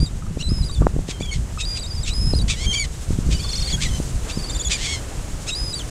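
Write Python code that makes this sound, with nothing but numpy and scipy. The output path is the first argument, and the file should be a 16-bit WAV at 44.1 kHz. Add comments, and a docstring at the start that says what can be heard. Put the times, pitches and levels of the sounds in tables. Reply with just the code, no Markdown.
"""Gulls rasp, squawk and squeal over a beach, with surf behind and wind buffeting the microphone.
It opens on a short squeal amid hard gusts; light knocks follow at times from 0.2 s to 3.4 s.
Rasps of uneven pulses come from 0.4 s on, among high squeals that crack and warble; lower squawks
join at 1.1 s. The surf's filtered noise hisses most at 3.6 s and roars most at 4.9 s.
A last rasp and a squeal that ends low come at 5.5 s."""
import sys
import numpy as np
from scipy import signal
from scipy.fft import rfft, irfft
from scipy.io import wavfile
from scipy.ndimage import uniform_filter1d

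SR = 44100
rng = np.random.default_rng(int(sys.argv[2]) if len(sys.argv) > 2 else 0)


def to_wav(sig):
    """Store sig (one row per channel, or 1-D mono) as 16-bit WAV at the path in sys.argv[1].

    Samples outside -1..1 are clipped; the rate is SR.
    """
    pcm = np.clip(np.atleast_2d(sig), -1, 1) * 32767
    pcm = np.round(pcm).astype(np.int16)
    wavfile.write(sys.argv[1], SR, pcm.T)  # frames by channels


N = 260190
TIME = np.arange(N) / SR
EDGE_HZ = 15700  # upper edge of the recorder's band


def gain_of(db):
    """Decibels to gain."""
    return 10 ** (np.asarray(db) / 20)


def evened(x):
    """Scales to an rms of 1."""
    return x / np.sqrt(np.mean(x ** 2) + 1e-20)


def read(points, hz):
    """Reads a spectrum on a log-frequency axis."""
    f, value = np.transpose(points)
    return np.interp(np.log(hz + 1), np.log(f + 1), value)


def add(mix, s, sound):
    """Mixes a sound in at time s."""
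    part = mix[max(round(s * SR), 0):][:len(sound)]
    part += sound[:len(part)]


def drift(size, hz):
    """Smooth random motion of rms about 1: noise whose spectrum falls off as a bell of width hz."""
    padded = size + SR // 8  # the spare end keeps the result from looping
    f = np.fft.rfftfreq(padded, 1 / SR)
    smooth = irfft(rfft(rng.standard_normal(padded)) * np.exp(-(f / hz) ** 2))
    return evened(smooth)[:size]


def coloured(x, spectrum):
    """Causal (minimum-phase) filter with the given spectrum."""
    log_gain = np.log(gain_of(read(spectrum, abs(np.fft.fftfreq(2048, 1 / SR)))))
    taps = np.fft.ifft(np.exp(np.conj(signal.hilbert(log_gain)))).real
    return signal.fftconvolve(x, taps)[:len(x)]


def noise(spectrum):
    """Steady noise of rms 1 with the given spectrum."""
    shape = gain_of(read(spectrum, np.fft.rfftfreq(N, 1 / SR)))
    return evened(irfft(rfft(rng.standard_normal(N)) * shape, N))


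def in_band(x, lo, hi):
    """Scales x so that the band lo-hi has an rms of 1."""
    f = np.fft.rfftfreq(N, 1 / SR)
    return x / np.std(irfft(rfft(x) * ((f > lo) & (f < hi)), N))


# swell of the surf: (time [s], roar level in 700-1700 Hz [dB], foam level in 5.5-14 kHz [dB])
SURF_SWELL = [(0.0, -51.5, -49), (1.28, -50.5, -47), (2.61, -48.5, -45), (2.99, -48.5, -44),
              (3.58, -46.5, -39.5), (4.91, -44.5, -42.5), (5.9, -46.5, -43)]
# spectrum of the breakers: (frequency [Hz], relative level [dB])
ROAR_SPECTRUM = [(100, -4), (300, 6.5), (500, 3), (900, -2), (1600, -5), (3000, -10.5), (6000, -42),
                 (12000, -59)]
# spectrum of the foam as the microphone hears it, with the microphone's lift near 7-8 kHz: (frequency [Hz],
# relative level [dB])
FOAM_SPECTRUM = [(1180, -29), (2000, -11), (2840, -3.5), (3180, -2), (4360, -1.5), (5600, 0), (6200, 1.5),
                 (7050, 3.5), (7950, 2.5), (8660, 0), (12600, -13.5), (15500, -22.5)]


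def surf(churn_db=1.1, fizz_db=1.0):
    """Breakers roar and their foam hisses: two bands of noise, both churning slightly."""
    s, roar_db, foam_db = np.transpose(SURF_SWELL)
    roar = in_band(noise(ROAR_SPECTRUM), 700, 1700)
    foam = in_band(noise(FOAM_SPECTRUM), 5500, 14000)
    roar_level_db = np.interp(TIME, s, roar_db) + churn_db * drift(N, 20)
    foam_level_db = np.interp(TIME, s, foam_db) + fizz_db * drift(N, 22)
    return roar * gain_of(roar_level_db) + foam * gain_of(foam_level_db)


# gusts on the microphone: (time of peak [s], half length [s], rumble boost over the breeze [dB])
GUST_PEAKS = [(0.016, 0.048, 11), (0.532, 0.27, 7), (0.833, 0.037, 11.5), (0.971, 0.066, 8),
              (1.212, 0.016, 10), (1.37, 0.045, 5.5), (2.36, 0.23, 9), (2.682, 0.029, 9), (3.128, .04, 7),
              (3.302, 0.14, 9.5), (3.753, 0.034, 6.5), (3.94, 0.21, 6), (4.393, 0.06, 4)]
# spectrum of the low wind: (frequency [Hz], relative level [dB])
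RUMBLE_SPECTRUM = [(8.8, -39), (15, 0.5), (54, 2.5), (128, -8.5), (200, -18.5), (260, -25.5), (440, -120)]
# spectrum of the smaller eddies: (frequency [Hz], relative level [dB])
FLUTTER_SPECTRUM = [(70, 7.5), (150, 5.5), (250, -6), (400, -16.5), (700, -30), (1500, -37), (4000, -77)]


def wind(rumble_db=-28.5, flutter_db=-46, flutter_growth=1.88, lumps_db=3, gust_db=3.0):
    """Gusts rumble over a steady breeze; smaller eddies flutter in lumps and grow faster with the wind."""
    strength_db = sum(db * np.exp(-((TIME - s) / half) ** 2) for s, half, db in GUST_PEAKS)
    gusty = noise(RUMBLE_SPECTRUM) * gain_of(gust_db * drift(N, 16.5))
    rumble = in_band(gusty, 20, 130)
    lumpy = noise(FLUTTER_SPECTRUM) * gain_of(lumps_db * drift(N, 40))
    flutter = in_band(lumpy, 150, 400)
    rumble = rumble * gain_of(rumble_db + strength_db)
    return rumble + flutter * gain_of(flutter_db + flutter_growth * strength_db)


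# hardest eddies: (time [s], peak level before the trim [dB], sharpness of the pop as a pitch [Hz])
EDDY_THUMPS = [(.031, -10.5, 173), (0.373, -14.5, 306), (.52, -9.5, 176), (.612, -9.5, 82), (.82, -8, 343),
               (.869, -2, 663), (1.089, -17, 332), (.965, -12.5, 274), (.991, -18.5, 375),
               (1.209, -16.5, 390), (3.107, -12.5, 227), (2.337, -9.5, 347), (3.189, -11, 194),
               (3.291, -11.5, 189), (4.002, -11.5, 251), (4.375, -12.5, 199)]


def buffets(trim_db=-1, skirt=2.12, vary_db=.5):
    """A passing eddy pushes the microphone, then pulls; the smaller it is, the sharper the pop."""
    out = np.zeros(N)
    t = np.arange(-SR // 40, SR // 40) / SR
    for s, db, hz in EDDY_THUMPS:
        u = np.pi * hz * t
        push_pull = -u / (1 + u ** 2) ** skirt * np.hanning(len(t))
        add(out, s + t[0], gain_of(db + trim_db) * push_pull / push_pull.max())
    return out * gain_of(vary_db * drift(N, 20))


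# small knocks close by: (time [s], peak level before the trim [dB])
KNOCK_HITS = [(0.223, -30), (.266, -32), (0.508, -35), (.696, -26.5), (.824, -20.5), (1.575, -22),
              (3.446, -25.5)]
# what they ring with: (frequency before random detuning [Hz], relative level [dB], 60 dB decay time [s])
KNOCK_RINGS = [(1210, -11, 0.023), (1262, 8.5, 0.059), (1387, 2.5, .035)]


def knocks(trim_db=-3):
    """Light, hollow knocks: a few decaying modes, each detuned at random on every hit."""
    out = np.zeros(N)
    t = np.arange(SR // 10) / SR
    for s, db in KNOCK_HITS:
        ring = np.zeros(len(t))
        for hz, mode_db, t60 in KNOCK_RINGS:
            tuned_hz = hz * rng.uniform(0.88, 1.05)
            ring += gain_of(mode_db - 60 * t / t60) * np.sin(2 * np.pi * tuned_hz * t)
        add(out, s, gain_of(db + trim_db) * ring / abs(ring).max())
    return out


def beach(x, echo_db=-21, t60=0.12):
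    """Sand and dunes scatter a faint, short echo: sparse random taps that die away."""
    t = np.arange(SR // 3) / SR
    sparse = rng.standard_normal(len(t)) * (rng.random(len(t)) < 2000 / SR)
    taps = sparse * (t > .004) * gain_of(-60 * t / t60)
    return x + gain_of(echo_db) * signal.fftconvolve(x, taps / np.linalg.norm(taps))[:N]


def resonate(x, hz, width):
    """A resonance of gain 1 that follows the curve hz: shift it to zero, smooth, shift back."""
    turn = np.exp(2j * np.pi * np.cumsum(hz) / SR)
    r = np.exp(-np.pi * width / SR)
    return 2 * (turn * signal.lfilter([1 - r], [1, -r], x / turn)).real


# the gulls' throat: (frequency [Hz], relative level [dB])
THROAT_SPECTRUM = [(500, -31), (1300, -12), (1850, -1), (2300, -1.5), (3300, 3.5), (4600, 1), (5900, -1),
                   (7000, 1), (8000, -2.5), (9000, -9.5), (10200, -19), (11500, -29), (15500, -41)]


def rasp(top, rise_s, fall_s, db, rough, ring_hz, pulse_share=.48, depth_db=17, slack=.5, sag=0.099,
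         jitter=0.201, uneven_db=4.0, air=0.21, ring_width_hz=600, ring=0.41, scoop=0.21):
    """Uneven pulses, about one for two cycles of the syrinx's ring; both scoop upward as it tightens."""
    t = np.arange(top - rise_s, top + fall_s, 1 / SR)
    u = (t - top) / np.where(t < top, rise_s, fall_s)
    ease = abs(u) ** 1.5  # 0 at the loudest moment, 1 at either end

    bend = 1 - np.where(u < 0, slack, sag) * rough * ease
    pulse_hz = pulse_share * ring_hz * bend * (1 + jitter * rough ** 2 * drift(len(t), 820))
    turns = np.cumsum(pulse_hz) / SR
    offset = (turns - np.round(turns)) / pulse_hz * SR  # samples from the nearest pulse
    pulses = np.sinc(offset * .8) * np.exp(-(offset / 6) ** 2)
    pulses = evened(pulses * gain_of(uneven_db * rough * drift(len(t), 1100)))

    drive = air * rng.standard_normal(len(t)) - pulses
    ring_curve_hz = ring_hz * (1 - np.where(u < 0, scoop, sag) * np.sqrt(rough) * ease)
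    drive = drive + ring * resonate(drive, ring_curve_hz, ring_width_hz)
    # little radiates below the ring
    drive = signal.lfilter(*signal.butter(2, 0.49 * ring_hz, "high", fs=SR), drive)
    voice = evened(coloured(drive, THROAT_SPECTRUM))
    return t[0], voice * gain_of(db - depth_db * ease) * signal.windows.tukey(len(t), .1)


def whistle(hz, register, over_db, under_db, jitter=0.0037, wobble=0.0023, shimmer_db=2.08):
    """The syrinx locks onto the 2nd, 3rd or 4th multiple of its slow swing, which shows as undertones."""
    size = len(hz)
    hz = hz * (1 + jitter * drift(size, 580) + wobble * drift(size, 64))
    out = np.zeros(size)
    for lock in np.unique(register):
        swing = 2 * np.pi * np.cumsum(hz) / SR / lock
        locked = uniform_filter1d(1. * (register == lock), size=130)  # short crossfade between registers
        lines = int(EDGE_HZ * lock / np.median(hz[register == lock]))
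        low_boost_db = 13 * (lock == 2)  # undertones are stronger in the lowest register
        for k in range(1, lines + 1):
            if k % lock:  # between the whistle's harmonics: an undertone of unsteady phase
                line = gain_of(under_db + low_boost_db) * np.cos(k * swing + 0.9 * drift(size, 380))
            else:  # the whistle itself (k == lock, at 0 dB) or one of its overtones
                line = gain_of((over_db + 2.45 * drift(size, 140)) * (k > lock)) * np.cos(k * swing)
            throat_db = read(THROAT_SPECTRUM, hz * k / lock) - read(THROAT_SPECTRUM, hz)
            out += locked * line * gain_of(throat_db)
    return np.sqrt(2) * out * gain_of(shimmer_db * drift(size, 124))


OPEN_S, OPEN_OVER_DB = .023, -5  # longest stay in the opening register; overtones while the call climbs
# the voice cracks one register down: (time [s], length [s], overtone level [dB])
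VOICE_CRACKS = [(0.062, .03, 1), (0.624, .019, -4), (0.687, .027, -2), (0.75, .05, -6), (1.79, .019, 4),
                (1.833, .032, -0.5), (2.032, .03, 4), (2.336, .015, -6), (2.39, .025, -8),
                (3.725, .04, 2.5), (4.497, .014, 5), (4.549, .021, 8), (4.591, .031, 8.5),
                (4.646, .04, 6.5), (5.73, .019, 2), (5.794, .05, -5)]


def registers(t, home, climb_s, over_db):
    """Which multiple of its slow swing the syrinx locks onto (climbing from the 2nd), and overtones in dB."""
    age = t - t[0]
    register = 2 + (age >= min(OPEN_S, climb_s)) + (age >= climb_s)
    register = np.minimum(register, home)
    overtones = np.where(register < home, OPEN_OVER_DB, over_db)
    for s, length, crack_db in VOICE_CRACKS:
        cracked = (t >= s) & (t < s + length)
        register = np.maximum(register - cracked, 2)
        overtones = np.where(cracked, crack_db, overtones)
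    return register, overtones


CATCH_S = 0.003  # the level change leads the top of each swoop by this much
# even upward swoops of pitch: (start [s], end [s], period [s], height [share of the pitch],
# sharpness [exponent], level change near the top [dB])
PITCH_SWOOPS = [(0.516, 0.636, 0.052, .02, 0.53, 0), (1.858, 2.048, .0635, 0.09, 2, -7),
                (2.182, 2.353, 0.052, 0.022, 0.58, 0), (3.354, 3.498, 0.049, 0.25, 3, -13),
                (3.497, 3.637, .0465, .4, 4.6, -4), (3.637, 3.729, .046, .11, 2, -3),
                (4.343, 4.659, .053, .11, 2.74, -6), (5.577, 5.737, .053, 0.021, 0.54, -1)]


def warble(t):
    """Pitch factor and level in dB of the swoops, each a rectified sine raised to its sharpness."""
    factor, db = np.ones(len(t)), np.zeros(len(t))
    for start, end, period, height, sharpness, top_db in PITCH_SWOOPS:
        active = (t > start) & (t < end)
        swoop = abs(np.sin(np.pi * (t - start) / period)) ** sharpness * active
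        catch = abs(np.sin(np.pi * (t + CATCH_S - start) / period)) ** sharpness * active
        factor = factor + height * swoop
        db = db + top_db * catch
    return factor, db


def call(start, end, hz_a, hz_b, hz_c, db, fade_db, over_db, under_db, climb_s=OPEN_S, flatness=2,
         glide=.5, arch_db=3, waver=.005, attack_db=3, warbling=False):
    """One whistled call: pitch and level follow an arch, and the pitch steps with the register."""
    t = np.arange(start, end, 1 / SR)
    u = np.linspace(-1, 1, len(t))
    home = int(np.clip(round(hz_b / 1200), 2, 4))  # top register: keeps the slow swing near 1200 Hz
    register, overtones = registers(t, home, climb_s, over_db)

    # the swing speeds up by 4 % for each register below the top one
    step = register / home * (1 + .04 * (home - register))
    bend = round(0.01636 * SR)  # samples in each of two smoothing passes
    smooth_step = uniform_filter1d(uniform_filter1d(step, bend), bend)
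    step = step + glide * (smooth_step - step)  # part of each jump becomes a glide

    swoop, swoop_db = warble(t) if warbling else (1, 0)
    arch_hz = hz_b + (np.where(u < 0, hz_a, hz_c) - hz_b) * abs(u) ** flatness
    hz = arch_hz * (1 + waver * drift(len(t), 26.2))
    level_db = db + arch_db * (np.mean(u ** 2) - u ** 2) - fade_db * u + swoop_db
    level_db = level_db - attack_db * np.exp(-(t - start) / .014)  # swells in, time constant 14 ms
    voice = whistle(hz * step * swoop, register, overtones, under_db)
    return voice * gain_of(level_db) * signal.windows.tukey(len(t), min(0.0035 / (end - start), 1))


# rasps: (loudest moment [s], rise [s], fall [s], level [dB], roughness [0-1], syrinx ring [Hz])
RASP_CALLS = [ (.412, .028, 0.016, -31.5, 0.4, 2950), (1.106, 0.038, .028, -30.5, 0.78, 2363),
              (1.343, 0.019, 0.047, -33.5, 0.75, 2217), (1.613, 0.023, 0.022, -26.5, .55, 2706),
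              (1.774, 0.031, 0.021, -32, 0.74, 2586), (2.085, 0.039, 0.03, -26.5, 0.67, 2710),
              (2.505, 0.028, 0.04, -21, .7, 2650), (2.635, 0.11, 0.035, -30, 0.47, 2270),
              (2.745, .03, 0.04, -28, 0.2, 2315), (2.852, 0.015, 0.011, -29.5, 0.72, 2170),
              (3.328, 0.03, 0.027, -27.5, .7, 2606), (3.706, 0.061, 0.049, -33, 0.65, 2197),
              (3.829, 0.034, 0.041, -23, 0.79, 2410), (4.304, 0.028, 0.025, -31.5, .7, 2600),
              (4.723, 0.03, 0.035, -19, 0.76, 2503), (4.86, 0.12, 0.064, -25.5, 0.69, 2300),
              (4.945, .065, 0.058, -30.5, .45, 2200), (5.49, .027, 0.032, -26, .42, 2750)]
# lower squawks: (start [s], end [s], top-register pitch at start, middle and end [Hz, Hz, Hz],
# level [dB], fade either side of the middle [dB], overtones [dB], undertones [dB])
SQUAWK_CALLS = [ (1.092, 1.204, 3607, 3170, 3080, -47, 4, -11, -12),
                (1.202, 1.271, 3190, 3470, 3130, -37.5, 0, -10, -23),
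                (1.242, 1.313, 3300, 3290, 3000, -39.5, -6, -18, -31),
                (1.311, 1.342, 2260, 2214, 2170, -34, 0, -7, -34),
                (2.492, 2.557, 2534, 2300, 2120, -36, 6, -17, -16.5),
                (2.638, 2.734, 3340, 3194, 3070, -28.5, -5, -5, -22),
                (2.73, 2.793, 3286, 3246, 3070, -28.5, 1.5, -5, -24),
                (2.764, 2.845, 2397, 2290, 2045, -29.5, -1, -5.5, -32),
                (3.313, 3.413, 3200, 2970, 3200, -41.5, 2, -10, -28),
                (3.39, 3.675, 3396, 3540, 3740, -41.5, 1, -12, -30),
                (3.772, 3.815, 1427, 1595, 2060, -43, -1, -27, -32),
                (3.851, 3.897, 2270, 1980, 1890, -38.5, 7, -6, -27),
                (3.878, 3.984, 3093, 3090, 2990, -43.5, -5.5, 2, -7.5),
                (4.726, 4.772, 2355, 2413, 2110, -33.5, 3, -1.5, -22),
                (4.87, 4.962, 2176, 2212, 2160, -34.5, -1.5, -7, -18.5)]
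# high squeals: the same columns as the squawks, then
# (climb to the top register [s], flatness of the pitch arch [exponent])
SQUEAL_CALLS = [ (0, .087, 4840, 4790, 4800, -34, 8, -1, -24, 0.0019, 1.8),
                (.403, 0.789, 5280, 5000, 4430, -36.5, 4.5, 3.5, -24, 0.088, 1.73),
                (1.583, 1.8, 4800, 4840, 4850, -31, 0, -6, -23, 0.07, 1.54),
                (1.785, 2.053, 4950, 4720, 4650, -35, 1, -5, -23, 0, 2),
                (2.077, 2.43, 5000, 5050, 4550, -31, -0.5, 4, -27.5, 0.059, 5.8),
                (3.328, 3.758, 4720, 4242, 4244, -30, -2.5, -5.5, -15.5, 0, 2),
                (4.29, 4.69, 4830, 4450, 4280, -34.5, -2.5, -2.5, -18, 0.034, 1.6),
                (5.482, 5.822, 4850, 4916, 3770, -31, 2.5, 3, -25, 0.07, 3.9)]


def gulls():
    """All the gulls' rasps, squawks and squeals, with the beach's echo."""
    out = np.zeros(N)
    for row in RASP_CALLS:
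        s, sound = rasp(*row)
        add(out, s, sound)
    for row in SQUAWK_CALLS:
        add(out, row[0], call(*row, glide=.2, arch_db=5.5, waver=.006, attack_db=1))
    for row in SQUEAL_CALLS:
        squeal = call(*row, glide=.42, arch_db=2.5, waver=.00402, attack_db=6, warbling=True)
        add(out, row[0], squeal)
    return beach(out)


def scene():
    """Everything reaches one microphone, alike in both channels."""
    mono = surf() + wind() + buffets() + knocks() + gulls()
    return np.array([mono, mono])


def record(dry):
    """The recorder's band limit, with soft ends."""
    soft = dry * signal.windows.tukey(N, .001)
    low_pass = signal.firwin(511, EDGE_HZ, window=("kaiser", 9), fs=SR)
    return signal.oaconvolve(soft, low_pass[None], "same")


dry = scene()
out = record(dry)
to_wav(out)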